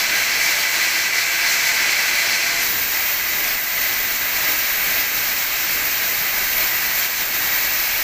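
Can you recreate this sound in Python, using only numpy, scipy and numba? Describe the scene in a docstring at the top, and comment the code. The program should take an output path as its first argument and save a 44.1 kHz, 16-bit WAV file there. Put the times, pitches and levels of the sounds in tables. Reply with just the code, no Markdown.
"""In an open shed, one microphone a few metres from a band saw; its sound peaks strongly near 15 kHz.
The saw runs free: hiss from rubbing wheels and guides, and from air, makes blade and frame ring near 2 kHz.
At 2.6 s the timber meets the blade: noise scrapes repeat from tooth to tooth, about 630 a second,
chips hiss high up after each tooth, and the running sound drops about 4 dB once the cut begins.
Behind it, coloured noise makes the rumble of carriage and shed, and wavering sines the motor tones."""
import sys
import numpy as np
from scipy import signal
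from scipy.fft import rfft, irfft, next_fast_len
from scipy.io import wavfile
from scipy.ndimage import uniform_filter1d, map_coordinates
from numba import njit

SR = 44100
rng = np.random.default_rng(int(sys.argv[2]) if len(sys.argv) > 2 else 0)


def volts(x):
    """Linear amplitude factor 10**(x/20) for a level x in dB, scalar or array-like."""
    e = np.asarray(x, float) / 20
    return 10 ** e


def wav_record(signal):
    """Record a signal, one row per channel, as 16-bit PCM in the file named by sys.argv[1]."""
    frames = np.transpose(np.atleast_2d(signal))
    bounded = np.clip(frames, -1, 1)
    # unit amplitude maps onto the largest positive 16-bit level
    quanta = np.round(bounded * 32767).astype(np.int16)
    wavfile.write(sys.argv[1], SR, quanta)


N = 354123
TIME = np.arange(N) / SR
SIZE = next_fast_len(N)
FREQ = np.arange(SIZE // 2 + 1) * SR / SIZE
# the timber meets the blade: start and rise of the contact [s]
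TOUCH_S, TOUCH_RISE_S = 2.615, 0.02

# rumble of carriage and shed: (time [s], level [dB], level of the deepest part [dB])
RUMBLE_LEVEL = [(0, -44.5, -49), (1.0, -47.5, -54), (2.4, -45.5, -52), (2.78, -41.5, -45), (3.0, -46, -52),
                (3.45, -42.5, -50), (3.65, -46.5, -50), (4.5, -43.5, -47.5), (4.65, -47, -49),
                (4.87, -42.5, -47), (5.1, -44.5, -49), (5.68, -46, -48), (5.85, -42, -45),
                (6.05, -44.5, -50), (6.5, -43.5, -44), (6.7, -45, -50), (7.45, -44.5, -47.5),
                (8.03, -45, -47)]
# relative spectrum of the rumble: (frequency [Hz], density [dB per Hz])
RUMBLE_SPECTRUM = [(59, -39), (100, -2.5), (258, -1.5), (323, 0.5), (414, -3), (500, -2.5), (650, -28),
                   (1100, -120)]
# relative spectrum of the deepest part: (frequency [Hz], density [dB per Hz])
DEEP_SPECTRUM = [(12, -13), (20, 5), (50, -1.5), (90, -3.5), (130, -25), (300, -90)]
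# motor tones before the cut: (frequency [Hz], middle level [dB])
MOTOR_TONES = [(592.2, -52.5), (683.7, -49), (888.2, -48)]
# relative spectrum of the running hiss, before resonances: (frequency [Hz], density [dB per Hz])
RUNNING_SPECTRUM = [(180, -64), (300, -23.5), (425, -19), (879, -12), (1110, -10.5), (1570, -8), (1850, -2),
                    (2040, -1.5), (2990, -9), (3520, -11.5), (4160, -11.5), (6180, -9.5), (9500, -23.5),
                    (13700, -16.5), (15600, -10.5)]
# blade and frame resonances, notches where negative:
# (frequency [Hz], width [Hz], gain over the hiss when free [dB], gain during the cut [dB])
RESONANCES = [(670, 36, 4, 4), (800, 87, 1.5, 3.5), (1517, 42, 6, 5), (1610, 71, 8, 7.5),
              (1900, 48, -8, -4.5), (2080, 40, 6.5, -1.5), (2220, 49, 4.5, 6), (2309, 58, 9, 4.5),
              (2460, 20, 8, 7), (2573, 35, 6.5, 5.5), (2692, 20, 9.5, 5.5), (3162, 12, 7, 4),
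              (4120, 350, 6.5, 4.5), (4568, 170, 4.5, 4), (5420, 140, 3, 1), (330, 16, 10.5, 0),
              (590, 20, 2, 5.5), (3690, 230, -1.5, -1), (4910, 200, -0.5, -2.5), (6000, 230, 2, 1),
              (7560, 850, 4, 3.5), (12700, 500, 6.5, 4), (4358, 55, 0, -1.5), (3890, 40, -3, 4.5),
              (2780, 30, 4, 4)]
# strongest ring, before a 2 dB trim: (time [s], level [dB])
WHINE_LEVEL = [(0, -26.5), (.6, -26.5), (1.8, -24.5), (2.55, -26.5), (2.75, -31), (3.9, -28), (5.2, -32),
               (6.1, -32), (6.6, -29.5), (7.0, -28.5), (7.2, -36), (7.55, -27.5), (8.03, -38)]
# wandering pitch of that ring: (time [s], frequency [Hz])
WHINE_FREQUENCY = [(0, 2006), (1, 1985), (2.6, 2010), (4, 2013), (6, 2016), (7.05, 1985), (7.45, 1943),
                   (8.03, 1935)]
# the cut, common to ticks and chips: (time [s], level [dB])
CUT_LEVEL = [(2.63, -23), (2.95, -23.5), (4.2, -24.5), (4.4, -23.5), (5.6, -24.5), (6.65, -23), (6.9, -24),
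             (7.52, -23), (8.03, -25)]
# relative spectrum of the tooth ticks: (frequency [Hz], density [dB per Hz])
TICK_SPECTRUM = [(600, -13.5), (1250, -10.5), (2500, -12), (4400, -9), (6300, -11), (7600, -11.5),
                 (8600, -17.5), (9500, -18.5), (11000, -15.5), (12000, -9), (12600, -1.5), (14400, 2),
                 (15600, -3)]
# relative spectrum of the chip spray: (frequency [Hz], density [dB per Hz])
CHIP_SPECTRUM = [(300, -22.5), (1000, -9), (3000, -24.5), (7000, -9), (9500, -31), (11500, -14.5),
                 (12600, -5), (14300, 1), (15500, -1.5)]
# brief dips and swells of the whole sound: (start [s], length [s], change [dB])
LEVEL_CHANGES = [(.02, .08, -1), (0.144, 0.054, 1), (.66, 0.071, -1.5), (1.02, 0.12, -1), (1.133, .07, 0.7),
                 (1.236, .08, -1.3), (1.358, 0.054, -1), (1.818, 0.096, 0.9), (2.85, .06, -1.5),
                 (3.153, 0.23, -1), (3.436, 0.058, 0.5), (3.56, 0.2, -2), (3.944, 0.26, -0.5),
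                 (4.48, 0.051, 2), (4.85, 0.18, 1.3), (5.053, 0.087, -1.5), (6.57, 0.093, 0.9),
                 (7.065, 0.11, -2), (7.237, .1, -2.5)]


def curve(table):
    """Interpolates the columns of a table over time."""
    seconds, *columns = np.transpose(table)
    return [np.interp(TIME, seconds, column) for column in columns]


def colour(table):
    """Gain per frequency, from spectrum points joined on a log frequency axis."""
    hz, db = np.transpose(table)
    return volts(np.interp(np.log(FREQ + 1), np.log(hz), db))


def shape(x, gain, lo_hz, hi_hz):
    """Spectrum of x coloured by gain, scaled to rms 1 between lo_hz and hi_hz."""
    spec = rfft(x, SIZE) * gain
    band = (FREQ > lo_hz) & (FREQ < hi_hz)
    return spec * SIZE / np.sqrt(2 * np.sum(np.abs(spec[band]) ** 2))


def waveform(spec):
    """Turns a spectrum back into sound."""
    return irfft(spec, SIZE)[:N]


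def walk(rate):
    """Random levels, rate per second, smoothed twice and scaled to spread 1."""
    hold = int(SR / rate)
    steps = np.repeat(rng.standard_normal(N // hold + 1), hold)
    wander = uniform_filter1d(uniform_filter1d(steps, hold), hold)[:N]
    return wander / wander.std()


def flicker(spec, own_db, shared_db, rate):
    """Half-octave bands whose levels flicker, partly alone, partly together."""
    out = np.zeros(N)
    shared = shared_db * walk(rate)
    place = 2 * np.log2(FREQ / 20 + 1e-9)  # half octaves above 20 Hz
    for k in range(21):
        part = np.cos(np.pi / 2 * np.clip(place - k, -1, 1)) ** 2
        # skip bands that are next to silent
        if np.abs(spec * part).max() > 1e-4 * np.abs(spec).max():
            out += waveform(spec * part) * volts(shared + own_db * walk(rate))
    return out


@njit
def ring(x, hz, width):
    """A resonance, width in Hz, whose pitch may move every sample."""
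    y, z = np.empty(len(x)), 0j
    for i in range(len(x)):
        z = z * np.exp((2j * hz[i] - width) * np.pi / SR) + x[i]
        y[i] = z.imag
    return y


def contact():
    """0 while the blade runs free, rising to 1 as it enters the wood."""
    return np.clip((TIME - TOUCH_S) / TOUCH_RISE_S, 0, 1)


def ducked(free, cutting):
    """A value that slides from its free setting to its cutting one once the cut begins."""
    slide_s = 0.062
    return free + (cutting - free) * np.clip((TIME - TOUCH_S) / slide_s, 0, 1)


def rumble():
    """Carriage wheels, motor and shed as bass noise; the deepest part swells on its own."""
    level_db, deep_db = curve(RUMBLE_LEVEL)
    bass_spec = shape(rng.standard_normal(N), colour(RUMBLE_SPECTRUM), 90, 450)
    bass = flicker(bass_spec, own_db=0.5, shared_db=1.0, rate=6)
    deep = waveform(shape(rng.standard_normal(N), colour(DEEP_SPECTRUM), 13, 110))
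    return volts(level_db) * bass + volts(deep_db) * deep


def motor_tones():
    """Thin sines, wavering in level and pitch, that sink once the cut begins."""
    cut_change_db = -14
    tones = np.zeros(N)
    for hz, db in MOTOR_TONES:
        level = np.sqrt(2) * volts(db + 3.3 * walk(6.1))
        turns = np.cumsum(hz * (1 + 0.00295 * walk(5))) / SR
        tones += level * np.sin(2 * np.pi * turns)
    return volts(cut_change_db * contact()) * tones


def resonant_gain(column):
    """Running spectrum times every resonance; the column picks the gains when free or during the cut."""
    gain = colour(RUNNING_SPECTRUM)
    for row in RESONANCES:
        hz, width = row[:2]
        gain = gain * (1 + (volts(row[column]) - 1) / (1 + (2 * (FREQ - hz) / width) ** 2))
    return gain


def running():
    """Rubbing and air hiss excite blade and frame; level and ring balance change once the cut begins."""
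    upper_from_hz = 3100  # middle of the crossover
    noise = rng.standard_normal(N)
    free_gain, cut_gain = resonant_gain(2), resonant_gain(3)
    upper = np.clip((FREQ / upper_from_hz - 0.9) / 0.2, 0, 1)
    cut_share = uniform_filter1d(contact(), size=SR // 20)

    def blend(part, lo_hz, hi_hz):
        """Crossfades the free sound into that of the cut within one part of the spectrum."""
        free_sound = waveform(shape(noise, free_gain * part, lo_hz, hi_hz))
        cut_sound = waveform(shape(noise, cut_gain * part, lo_hz, hi_hz))
        return (1 - cut_share) * free_sound + cut_share * cut_sound

    low = blend(1 - upper, 1400, 2900)
    high = blend(upper, 3070, 8700)
    high = flicker(rfft(high, SIZE), own_db=0.8, shared_db=0.51, rate=30)
    balance = volts(-0.5) * low + volts(ducked(free=-2.5, cutting=-3)) * high
    return volts(ducked(free=-21, cutting=-25)) * balance


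def whine():
    """The strongest ring: one narrow resonance of wandering pitch, driven by noise."""
    width_hz = 36.0
    y = ring(rng.standard_normal(N), curve(WHINE_FREQUENCY)[0], width_hz)
    return volts(curve(WHINE_LEVEL)[0] - 2) * y / y.std()


def teeth():
    """Each tooth scrapes out nearly the sound of the one before: a breathy stack on the tooth rate."""
    # the blade slows a little under load
    free_hz, loaded_hz, slowing_s = 636, 628.3, 0.3
    likeness = 0.81  # how much of one tooth's sound the next one repeats, 0-1
    points, partials = 128, 27  # points per tooth, audible partials of the tooth rate
    hz = loaded_hz + (free_hz - loaded_hz) * np.exp(-np.maximum(TIME - TOUCH_S, 0) / slowing_s)
    turns = np.cumsum(hz * (1 + 0.000695 * walk(12))) / SR  # teeth passed so far
    bite = 1 + 1.4 * np.exp(-np.arange(points) / points / 0.23)  # strongest as a tooth begins
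    scrape = rng.standard_normal((int(turns[-1]) + 2, points)) * bite
    scrape = signal.lfilter([1], [1, -likeness], scrape, axis=0).ravel()
    # steep low-pass at the highest audible partial
    scrape = signal.sosfilt(signal.butter(12, 2 * partials / points, output="sos"), scrape)
    return map_coordinates(scrape, [turns * points], order=3), turns % 1


def cutting():
    """Tooth scrapes, and a noise spray of chips strongest just after each tooth begins."""
    tick_db, chip_db = -3, -3  # balance within the cut
    ticks, phase = teeth()
    chips = rng.standard_normal(N) * (1 + 0.36 * np.exp(-phase / 0.3))
    tick_spec = shape(ticks, colour(TICK_SPECTRUM), 11000, 14850)
    chip_spec = shape(chips, colour(CHIP_SPECTRUM), 12000, 15400)
    spec = volts(tick_db) * tick_spec + volts(chip_db) * chip_spec
    return contact() * volts(curve(CUT_LEVEL)[0]) * flicker(spec, own_db=0.0, shared_db=0.5, rate=40)


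def unsteady():
    """Gain of the whole sound: set dips and swells over a faint random waver."""
    edge_s = 0.022
    change_db = np.zeros(N)
    for start, length, db in LEVEL_CHANGES:
        begun = np.clip((TIME - start) / edge_s + 0.5, 0, 1)
        ended = np.clip((TIME - start - length) / edge_s + 0.5, 0, 1)
        change_db += db * (begun - ended)
    return volts(change_db + 0.33 * walk(9))


def scene():
    """Background and saw at one microphone, which feeds both channels."""
    sound = rumble() + motor_tones() + running() + whine() + cutting()
    return np.tile(unsteady() * sound, (2, 1))


def roll_off(x):
    """The treble ends steeply here."""
    return signal.sosfilt(signal.butter(12, 16550, fs=SR, output="sos"), x)


def record(dry):
    """A steep elliptic low-pass removes everything above about 15.5 kHz."""
    top_hz = 15470
    steep = signal.ellip(16, 0.3, 90, top_hz, fs=SR, output="sos")
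    mix = signal.sosfilt(steep, dry)
    return roll_off(mix)


dry = scene()
out = record(dry)
wav_record(out)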